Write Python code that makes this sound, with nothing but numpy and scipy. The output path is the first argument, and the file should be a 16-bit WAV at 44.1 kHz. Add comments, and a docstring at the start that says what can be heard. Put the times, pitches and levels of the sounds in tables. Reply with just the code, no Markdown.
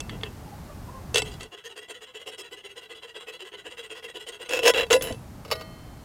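"""Jeweller's saw on a bench peg

A jeweller's saw cuts thin sheet metal on a wooden bench peg, outdoors, about eight strokes a second.
Teeth tick unevenly and chips grind, exciting resonances of blade, sheet and peg; the blade snags and knocks.
The piece breaks off and tinkles, and the frame clinks as it is drawn out: taps excite decaying modes.
Behind lie shaped noise, as outdoor rumble and hiss, and a few far-off calls made of three harmonics.
"""
import sys
import numpy as np
from scipy import signal
from scipy.fft import rfft, irfft
from scipy.io import wavfile
from scipy.ndimage import uniform_filter1d, map_coordinates

SR = 44100
rng = np.random.default_rng(int(sys.argv[2]) if len(sys.argv) > 2 else 0)


def generate_wav(signal):
    """Clip the signal to [-1, 1] and save it as 16-bit WAV at the path in sys.argv[1]."""
    frames = np.transpose(np.atleast_2d(signal))
    scaled = np.clip(frames, -1, 1) * 32767
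    pcm = np.round(scaled).astype(np.int16)
    wavfile.write(sys.argv[1], SR, pcm)


N = 266584
TIME = np.arange(N) / SR


def undb(db):
    """Amplitude ratio: every 20 dB is a factor of ten."""
    return 10 ** (np.asarray(db) / 20)


def rms(x):
    """Root mean square: the steady amplitude of equal power."""
    return np.sqrt(np.mean(x ** 2)) + 1e-12


def add(out, start_s, x):
    """Superposition: mix x into out from start_s, cut at the end of out."""
    i = int(start_s * SR)
    out[i:i + len(x)] += x[:len(out) - i]


def walk(rate_hz, size):
    """Band-limited randomness: smoothed random steps with a spread near 1."""
    k = max(int(SR / rate_hz), 1)
    steps = np.repeat(rng.standard_normal(size // k + 2), k)
    return uniform_filter1d(steps, k)[:size] * np.sqrt(3 / 2)


def body(peaks, base_db, base_tilt_db, low_hz, size=8192):
    """Minimum-phase resonator: peaks over a sloping base; a small object radiates little bass."""
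    f = np.arange(size // 2 + 1) * SR / size + 1
    # the base bends near 3 kHz and then slopes by base_tilt_db per octave
    power = undb(base_db + base_tilt_db * np.log2(np.hypot(1, f / 3000))) ** 2
    for hz, width_hz, db in peaks:
        detuning = (f / hz - hz / f) * hz / width_hz
        power = power + undb(db) ** 2 / (1 + detuning ** 2)
    power = power / (1 + (low_hz / f) ** 8) + 1e-9
    # folding the cepstrum onto positive time makes the response causal
    cepstrum = irfft(np.log(power) / 2)
    cepstrum[1:size // 2] *= 2
    cepstrum[size // 2 + 1:] = 0
    return irfft(np.exp(rfft(cepstrum)))


PEG_TOP_HZ, HISS_FROM_HZ = 800, 4200


def voice(x, levels_db, seconds):
    """Band energy: set the peg (low), blade (middle) and hiss (top) levels over the given time."""
    bands = [(PEG_TOP_HZ, "low"), ([PEG_TOP_HZ, HISS_FROM_HZ], "band"), (HISS_FROM_HZ, "high")]
    total = 0
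    for (hz, kind), db in zip(bands, levels_db):
        part = signal.sosfiltfilt(signal.butter(4, hz, kind, fs=SR, output="sos"), x)
        total = total + part * undb(db) / rms(part)
    # x may outlast the stroke: keep the energy of the stroke's own length
    return total * np.sqrt(seconds * SR / len(x))


def ring(modes):
    """Free vibration: one second of exponentially decaying modes after a tap."""
    t = TIME[:SR]
    return sum(undb(db - 60 * t / t60) * np.sin(2 * np.pi * hz * t) for hz, db, t60 in modes)


def contact(scrape_s, scrape, size=600):
    """Impulsive contact: a hard tap followed by decaying scrape noise."""
    force = scrape * rng.standard_normal(size) * np.exp(-TIME[:size] / scrape_s)
    force[0] += 1
    return force


# outdoor background spectrum, relative level per hertz: pitch_hz, level_db
AIR_SPECTRUM = [(15, -36), (25, -3.5), (70, 2.5), (120, 0.5), (242, -6), (463, -15), (796, -14.5),
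                (1790, -24.5), (2000, -25), (2220, -27.5), (3820, -31.5), (4250, -30.5), (7110, -33),
                (14800, -36.5), (16000, -44)]
# levels at the start, which slowly fade
AIR_HISS_DB, AIR_RUMBLE_DB, AIR_FADE_DB_PER_S = -40.5, -40, 0.54
# the background dips while the sawing is steady
DIP_FROM_S, DIP_UNTIL_S = 1.399, 4.45
DIP_FALL_S, HISS_RECOVERY_S, RUMBLE_RECOVERY_S = 0.15, 0.033, 0.21
# initial depth, and the fraction of it lost each second
DIP_HISS_DB, DIP_RUMBLE_DB, DIP_EASE_PER_S = -17, -32.5, 0.097


def outdoors(gust_db, rumble_below_hz):
    """Spectrally shaped noise: distant hiss over an unevenly swelling rumble; both dip and return."""
    f = np.arange(N // 2 + 1) * SR / N + 1
    hz, db = np.transpose(AIR_SPECTRUM)
    spectrum = rfft(rng.standard_normal(N)) * undb(np.interp(np.log(f), np.log(hz), db))
    spectrum = spectrum / rms(irfft(spectrum, N))
    low = 1 / (1 + (f / rumble_below_hz) ** 2)
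    dip = np.clip((TIME - DIP_FROM_S) / DIP_FALL_S, 0, 1)
    dip = dip * (1 - DIP_EASE_PER_S * (TIME - DIP_FROM_S))
    since = np.maximum(TIME - DIP_UNTIL_S, 0)
    hiss_db = AIR_HISS_DB + DIP_HISS_DB * dip * np.exp(-since / HISS_RECOVERY_S)
    rumble_db = AIR_RUMBLE_DB + DIP_RUMBLE_DB * dip * np.exp(-since / RUMBLE_RECOVERY_S)
    rumble = irfft(spectrum * low, N) * undb(rumble_db + gust_db * walk(12, N))
    hiss = irfft(spectrum * (1 - low), N) * undb(hiss_db)
    return (rumble + hiss) * undb(-AIR_FADE_DB_PER_S * TIME)


# resonances of the taut blade when struck: pitch_hz, width_hz, level_db
CATCH_PEAKS = [(431, 21.4, 18.5), (1170, 200, -11), (1800, 37, -9), (2140, 120, -6), (2668, 12, 6.5),
               (2690, 120, -5), (3040, 60, -2), (3395, 185, 0), (4590, 76, 2.5), (5360, 43, -3),
               (6300, 470, -1.5), (7740, 23, 4.5), (8500, 510, -7), (9330, 1200, -7.5), (12100, 110, -27)]
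# single catches and knocks of the blade, levels relative, times before a common offset:
# time_s, peak_db, peg_share_db, hiss_share_db
BLADE_KNOCKS = [(0.002, -15, -16, -6), (0.093, -20, -36, -25), (0.209, -30.5, -7, -33),
                (0.232, -13, -13, -29), (1.143, -3.5, -10, -2.5), (1.156, -3.5, -8.5, -14),
                (1.171, -4, -30, -14), (1.179, -2.5, -17, -7), (1.218, -12, -10, -12.5),
                (1.407, -19.5, -15, -14), (1.43, -24, -24, 2), (4.491, -19.5, -16, -6),
                (4.736, -14, -2, -18), (4.865, -28.5, -1, -16), (4.901, -11, 0, -15),
                (4.927, -0.5, -24, -5), (5.009, -16, -5, -19), (5.021, -11, -35, -3),
                (5.123, -23.5, -15, -6), (5.144, -32, -16, -18)]


def knocks(blade_db, gain_db, offset_s, top_hz):
    """Impulse response: the blade catches or knocks, and each short tap jolts blade and peg."""
    out = np.zeros(N)
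    response = body(CATCH_PEAKS, base_db=-24, base_tilt_db=-6, low_hz=340)
    response = signal.sosfilt(signal.butter(6, top_hz, fs=SR, output="sos"), response)
    for time_s, db, peg_db, hiss_db in BLADE_KNOCKS:
        jolt = signal.fftconvolve(contact(scrape_s=.003, scrape=.4), response)
        jolt = voice(jolt, (peg_db, blade_db, hiss_db), 1)
        add(out, time_s + offset_s, jolt * undb(db + gain_db) / np.abs(jolt).max())
    return out


def sawing(strokes, peaks, base_db, base_tilt_db, low_hz, tooth_hz, jitter, scatter_db, judder_hz,
           judder_db, grit, swell, hiss_swell, vary_db, detune, flex, gain_db):
    """Stick-slip excitation: each stroke speeds up and slows down; teeth tick and chips grind."""
    out = np.zeros(N)
    for start_s, end_s, fullest, *levels_db in strokes:
        n = int((end_s - start_s) * SR)
        u = np.linspace(0, 1, n)
        speed = np.abs(np.sin(np.pi * u))
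        teeth = np.cumsum(tooth_hz * speed * (1 + jitter * walk(900, n))) / SR
        ticks = np.diff(np.floor(teeth), prepend=0) * undb(scatter_db * rng.standard_normal(n))
        # the hand presses hardest at the fullest moment, and the blade sticks and slips
        bend = np.log(.5) / np.log(fullest)
        push = np.abs(np.sin(np.pi * u ** bend))
        force = ticks / rms(ticks) + grit * rng.standard_normal(n)
        force = force * push ** swell * undb(judder_db * walk(judder_hz, n))
        # light contact is dull: the sharp edge of each tick comes only with pressure
        dull = signal.sosfiltfilt(signal.butter(2, HISS_FROM_HZ, fs=SR, output="sos"), force)
        force = dull + (force - dull) * push ** hiss_swell
        # the blade sits a little differently in the cut every time
        seat = rng.standard_normal((len(peaks), 2))
        seated = [(hz + detune * width_hz * a, width_hz, db + vary_db * b)
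                  for (hz, width_hz, db), (a, b) in zip(peaks, seat)]
        sound = signal.fftconvolve(force, body(seated, base_db, base_tilt_db, low_hz))
        # the blade flexes, so its resonances waver
        stretch = 1 + flex * walk(37.0, len(sound))
        sound = map_coordinates(sound, [np.cumsum(stretch)], order=3)
        add(out, start_s, voice(sound, levels_db, end_s - start_s))
    return out * undb(gain_db)


# light scrapes while the blade is placed, levels relative:
# start_s, length_s, blade_db, hiss_share_db
LIGHT_SCRAPES = [(0.09, 0.089, -49.5, -24), (0.24, 0.05, -45.5, -21), (1.246, 0.079, -46, -6.5),
                 (1.309, 0.065, -51, -3.5), (1.397, 0.085, -46.5, -8.5)]
SCRAPE_PEG_DB = -1.5  # relative to the blade
# cutting strokes of the steady sawing, each followed by a lighter return:
# loudest_s, effort_db, bite_db (extra hiss as the teeth bite)
CUT_STROKES = [(1.539, -2.5, -0.5), (1.663, -0.6, 5), (1.783, -1.2, 4.5), (1.908, -0.2, 6),
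               (2.033, -4.5, 6), (2.164, -0.2, 0), (2.285, 2.2, 1.5), (2.402, -1, 9.5), (2.535, -1.7, 3),
               (2.661, -1.9, 2), (2.782, -2.1, 4), (2.917, -1.5, -0.5), (3.043, -2, -1), (3.168, 0.4, -1.5),
               (3.292, 1.5, -2), (3.417, 0, -1), (3.543, -1, -5), (3.669, 0.6, -2.5), (3.795, 1.5, -0.5),
               (3.920, 1.5, -0.5), (4.049, 1.4, -1.5), (4.166, 2, -2.5), (4.289, 1.5, 6), (4.42, 1, 1)]
# relative levels at average effort, and their growth with it: peg_db, blade_db, hiss_db
CUT_LEVELS = (-45.5, -43.5, -54.5)
RETURN_LEVELS = (-53, -47.5, -59)
# growth in dB per dB of effort: peg, blade, hiss
EFFORT_GROWTH = (1.1, 0.91, 1.57)
# the return drags more as the slot deepens
DRAG_DB_PER_S = 0.2
# every cut lasts alike; the return begins as it dies away and ends with a pause before the next cut
CUT_S, OVERLAP_S, PAUSE_S = 0.058, 0.005, 0.003
# fullest moment as a fraction of the stroke
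CUT_FULLEST, RETURN_FULLEST, SCRAPE_FULLEST = 0.53, 0.39, 0.2


def free_strokes():
    """Reciprocating motion: cut and return alternate with the hand's effort; light scrapes are added."""
    strokes = []
    next_starts = [loudest_s - CUT_S * CUT_FULLEST for loudest_s, _, _ in CUT_STROKES[1:]]
    next_starts.append(BINDING_STROKES[1][0])
    halfway_s = (CUT_STROKES[0][0] + CUT_STROKES[-1][0]) / 2
    for (loudest_s, effort_db, bite_db), next_start in zip(CUT_STROKES, next_starts):
        turn = loudest_s + CUT_S * (1 - CUT_FULLEST)
        effort = effort_db * np.array(EFFORT_GROWTH)
        peg_db, blade_db, hiss_db = effort + CUT_LEVELS
        strokes.append((turn - CUT_S, turn, CUT_FULLEST, peg_db, blade_db, hiss_db + bite_db))
        return_db = effort + RETURN_LEVELS + DRAG_DB_PER_S * (loudest_s - halfway_s)
        strokes.append((turn - OVERLAP_S, next_start - PAUSE_S, RETURN_FULLEST, *return_db))
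    for start_s, length_s, db, hiss_db in LIGHT_SCRAPES:
        strokes.append((start_s, start_s + length_s, SCRAPE_FULLEST, db + SCRAPE_PEG_DB, db, db + hiss_db))
    return strokes


# resonances of blade, sheet and peg, running free: pitch_hz, width_hz, level_db
FREE_PEAKS = [(345, 23, -11.5), (440.4, 25.3, -0.5), (508, 40, -14), (703, 31, -12.5), (1005, 43, -12.5),
              (1297, 32, -14), (1462, 7.4, -7.5), (1644, 76, -14.5), (1967, 50, -4), (2696, 30.6, -3.5),
              (2817, 50, -5.5), (2930, 88, -4.5), (3319, 27, -2.5), (3200, 37, -6.5), (3935, 33, -10),
              (4750, 190, -18.5), (5450, 29, -18.5), (6250, 53, -21), (7000, 300, -19), (7920, 150, -25.5),
              (8590, 45, -12), (9950, 310, -26.5), (11600, 340, -34), (12600, 59, -36), (13600, 400, -32),
              (14800, 300, -47)]


def free_sawing():
    """Forced vibration: the freely running blade excites blade, sheet and peg resonances."""
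    return sawing(free_strokes(), FREE_PEAKS, base_db=-23.5, base_tilt_db=-16.0, low_hz=292,
                  tooth_hz=515.4, jitter=.09, scatter_db=3.5, judder_hz=308.0, judder_db=1.0,
                  grit=1.0, swell=.8, hiss_swell=0.58, vary_db=2.5, detune=1.0, flex=0.0079,
                  gain_db=-0.71)


# far-off calls: start_s, length_s, pitch_hz, level_db
FAR_CALLS = [(0.323, 0.16, 388, -60), (.45, 0.052, 417, -51), (.51, 0.051, 402, -47),
             (0.667, 0.076, 580, -49.5), (0.865, 0.059, 498, -47), (0.911, 0.1, 527, -47)]


def far_calls(throat_hz, throat_width_hz, waver, echo_s):
    """Source and filter: short hoarse calls with one throat resonance, smeared by distance."""
    out = np.zeros(N)
    for start_s, length_s, hz, db in FAR_CALLS:
        n = int(length_s * SR)
        phase = 2 * np.pi * np.cumsum(hz * (1 + waver * walk(195, n))) / SR
        call = np.zeros(n)
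        for k in range(1, 4):
            call += np.sin(k * phase) / (1 + ((k * hz - throat_hz) / throat_width_hz) ** 2)
        call = call * np.hanning(n)
        call = signal.fftconvolve(call, contact(scrape_s=echo_s, scrape=0.031, size=8000))
        add(out, start_s, call * undb(db) * np.sqrt(n / np.sum(call ** 2)))
    return out


# strokes in which the blade binds and judders, levels relative:
# start_s, length_s, fullest (fraction of the stroke), blade_db, peg_share_db, hiss_share_db
BINDING_STROKES = [(1.14, 0.072, 0.39, -25, -2, -7), (4.486, 0.13, 0.42, -26, 0, -9.5),
                   (4.615, 0.055, 0.56, -26.5, 6, -9), (4.646, 0.071, 0.55, -16, 2, -5),
                   (4.734, 0.12, 0.35, -22.5, -1, -14.5), (4.903, 0.046, 0.5, -17.5, 3, -8),
                   (4.937, 0.045, 0.25, -29.5, 14, -3.5), (5.009, 0.14, 0.24, -36, 3.5, -9)]
# resonances of blade, sheet and peg, binding: pitch_hz, width_hz, level_db
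BOUND_PEAKS = [(308, 24, -16), (468.6, 21.7, 1), (505, 22, -3), (694, 25, -15.5), (1005, 13, -10.5),
               (1464, 18, -14), (1520, 860, -20), (1968, 26, -8), (2714, 69, -8), (2810, 55, -17),
               (2920, 110, -10), (3310, 36, -11.5), (3565, 20, -22), (3920, 27.4, -10), (4700, 86, -43),
               (5030, 280, -24), (5400, 150, -23), (5430, 17, -19), (6400, 200, -30.5), (6870, 400, -24.5),
               (7100, 28, -18), (8100, 300, -29), (10300, 40, -23), (11450, 500, -35), (14000, 830, -45)]


def snagging():
    """Stick-slip under load: the binding blade judders more strongly and its resonances shift."""
    strokes = [(start_s, start_s + length_s, fullest, db + peg_db, db, db + hiss_db)
               for start_s, length_s, fullest, db, peg_db, hiss_db in BINDING_STROKES]
    return sawing(strokes, BOUND_PEAKS, base_db=-40.0, base_tilt_db=-1, low_hz=278,
                  tooth_hz=986.6, jitter=.15, scatter_db=6.0, judder_hz=265.8, judder_db=2.5,
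                  grit=1.0, swell=.65, hiss_swell=0.3, vary_db=3.16, detune=0.34, flex=0.0044,
                  gain_db=-4.0)


# modes of the peg and blade as the cut gives way, levels relative: pitch_hz, level_db, t60_s
PEG_MODES = [(447, -8, 0.11), (650, -27, 0.095), (1690, -20, 0.17), (2030, -18, 0.18), (2680, -29, 0.082),
             (3898, -36, 0.13), (4900, -29, 0.15)]
# the hand bumps the bench: start_s, level_db, pitch_hz
BENCH_BUMPS = [(1.224, -31, 130), (5.107, -26, 277), (5.119, -28.5, 102)]


def bench(snap_db):
    """Modal decay: the peg rings when the last bridge of metal snaps, and thuds under the hand."""
    out = np.zeros(N)
    add(out, PIECE_TINKLES[0][0], undb(snap_db) * ring(PEG_MODES))
    for start_s, db, hz in BENCH_BUMPS:
        add(out, start_s, ring([(hz, db, .07), (hz * 2.28, db, .04)]))
    return out


# the small piece is set ringing, tilt in dB per octave above 10 kHz: start_s, level_db, tilt_db
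PIECE_TINKLES = [(4.931, -30.5, -39), (5.023, -29, -10)]
# ringing modes of the cut piece, levels relative: pitch_hz, level_db, t60_s
PIECE_MODES = [(5120, -18, .28), (7095, -24, .38), (10015, -5, .33), (12785, 0, .19), (14550, -4, .19)]


def piece(crack_db, crack_above_hz):
    """Modal ringing: the freed scrap cracks and rings as it snaps off, and again as it lands."""
    out = np.zeros(N)
    edge = signal.butter(2, crack_above_hz, "high", fs=SR, output="sos")
    for start_s, db, tilt_db in PIECE_TINKLES:
        modes = [(hz, level_db + tilt_db * max(np.log2(hz / 10000), 0), t60)
                 for hz, level_db, t60 in PIECE_MODES]
        add(out, start_s, undb(db) * ring(modes))
        crack = signal.sosfilt(edge, contact(scrape_s=0.0025, scrape=0.46))
        add(out, start_s, undb(db + crack_db) * crack)
    return out


# the frame touches, strikes, bounces and grazes once more, levels relative: start_s, level_db
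FRAME_CLINKS = [(5.45, -11.5), (5.48, -15.5), (5.504, -7.5), (5.5135, 6.5), (5.519, 1.5), (5.5222, -6),
                (5.527, 0), (5.554, -10), (5.597, -18), (5.611, -8.5)]
# short-lived resonances of the struck blade and clamp: pitch_hz, width_hz, level_db
CLAMP_PEAKS = [(450, 32, 9), (580, 60, 0), (1035, 120, -4), (1220, 100, -1.5), (2170, 90, -3.5),
               (2660, 40, -5), (2900, 150, -5), (3540, 70, -10), (3930, 40, -5), (4510, 55, -0.5),
               (5150, 70, -3.5), (5440, 40, -10), (6900, 180, -19), (9900, 35, -22), (13500, 710, -24)]
# ringing modes of the saw frame, levels relative: pitch_hz, level_db, t60_s
FRAME_MODES = [(484, 0, .24), (641, -6, .7), (1211, -11, .8), (1459, -13, .44), (1906, -14, .73),
               (2143, -22, 1.5), (2630, -25, 1.2), (3090, -20, 1.8), (3930, -9, .2), (4183, -26, 2.0),
               (4352, -24, 1.3), (4366, -26, 1.4), (5453, -27, .7), (9890, -16, .3), (12555, -23, .55)]
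FRAME_STRUCK_S = 5.5135


def clink(crash_db, ring_db):
    """Damped and free vibration: the frame chatters, the clamp rings briefly and the frame sings on."""
    out = np.zeros(N)
    clamp = body(CLAMP_PEAKS, base_db=-23, base_tilt_db=-2.5, low_hz=383)
    for start_s, db in FRAME_CLINKS:
        crash = signal.fftconvolve(contact(scrape_s=0.018, scrape=0.13), clamp)
        add(out, start_s, crash * undb(db + crash_db) / rms(crash))
    # the first hard blow sets the frame ringing
    add(out, FRAME_STRUCK_S, ring(FRAME_MODES) * undb(ring_db))
    return out


def scene():
    """Superposition: saw, knocks, clink and background add at one close microphone."""
    behind = outdoors(gust_db=1.3, rumble_below_hz=490)
    behind += far_calls(throat_hz=810, throat_width_hz=60, waver=0.037, echo_s=0.022)
    saw = free_sawing() + snagging()
    hits = knocks(blade_db=-6.5, gain_db=-5.5, offset_s=.0018, top_hz=10200)
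    hits += bench(snap_db=-10.5)
    hits += piece(crack_db=8, crack_above_hz=10000)
    hits += clink(crash_db=-41.5, ring_db=-30.5)
    return (saw + hits + behind)[None]


TOP_HZ = 15900


def record(dry):
    """Clipping and band-limiting: the recorder caps the highest peaks and cuts the top."""
    capped = np.clip(dry, -.95, .95)
    return signal.sosfilt(signal.ellip(10, .2, 80, TOP_HZ, fs=SR, output="sos"), capped)


dry = scene()
out = record(dry)
generate_wav(out)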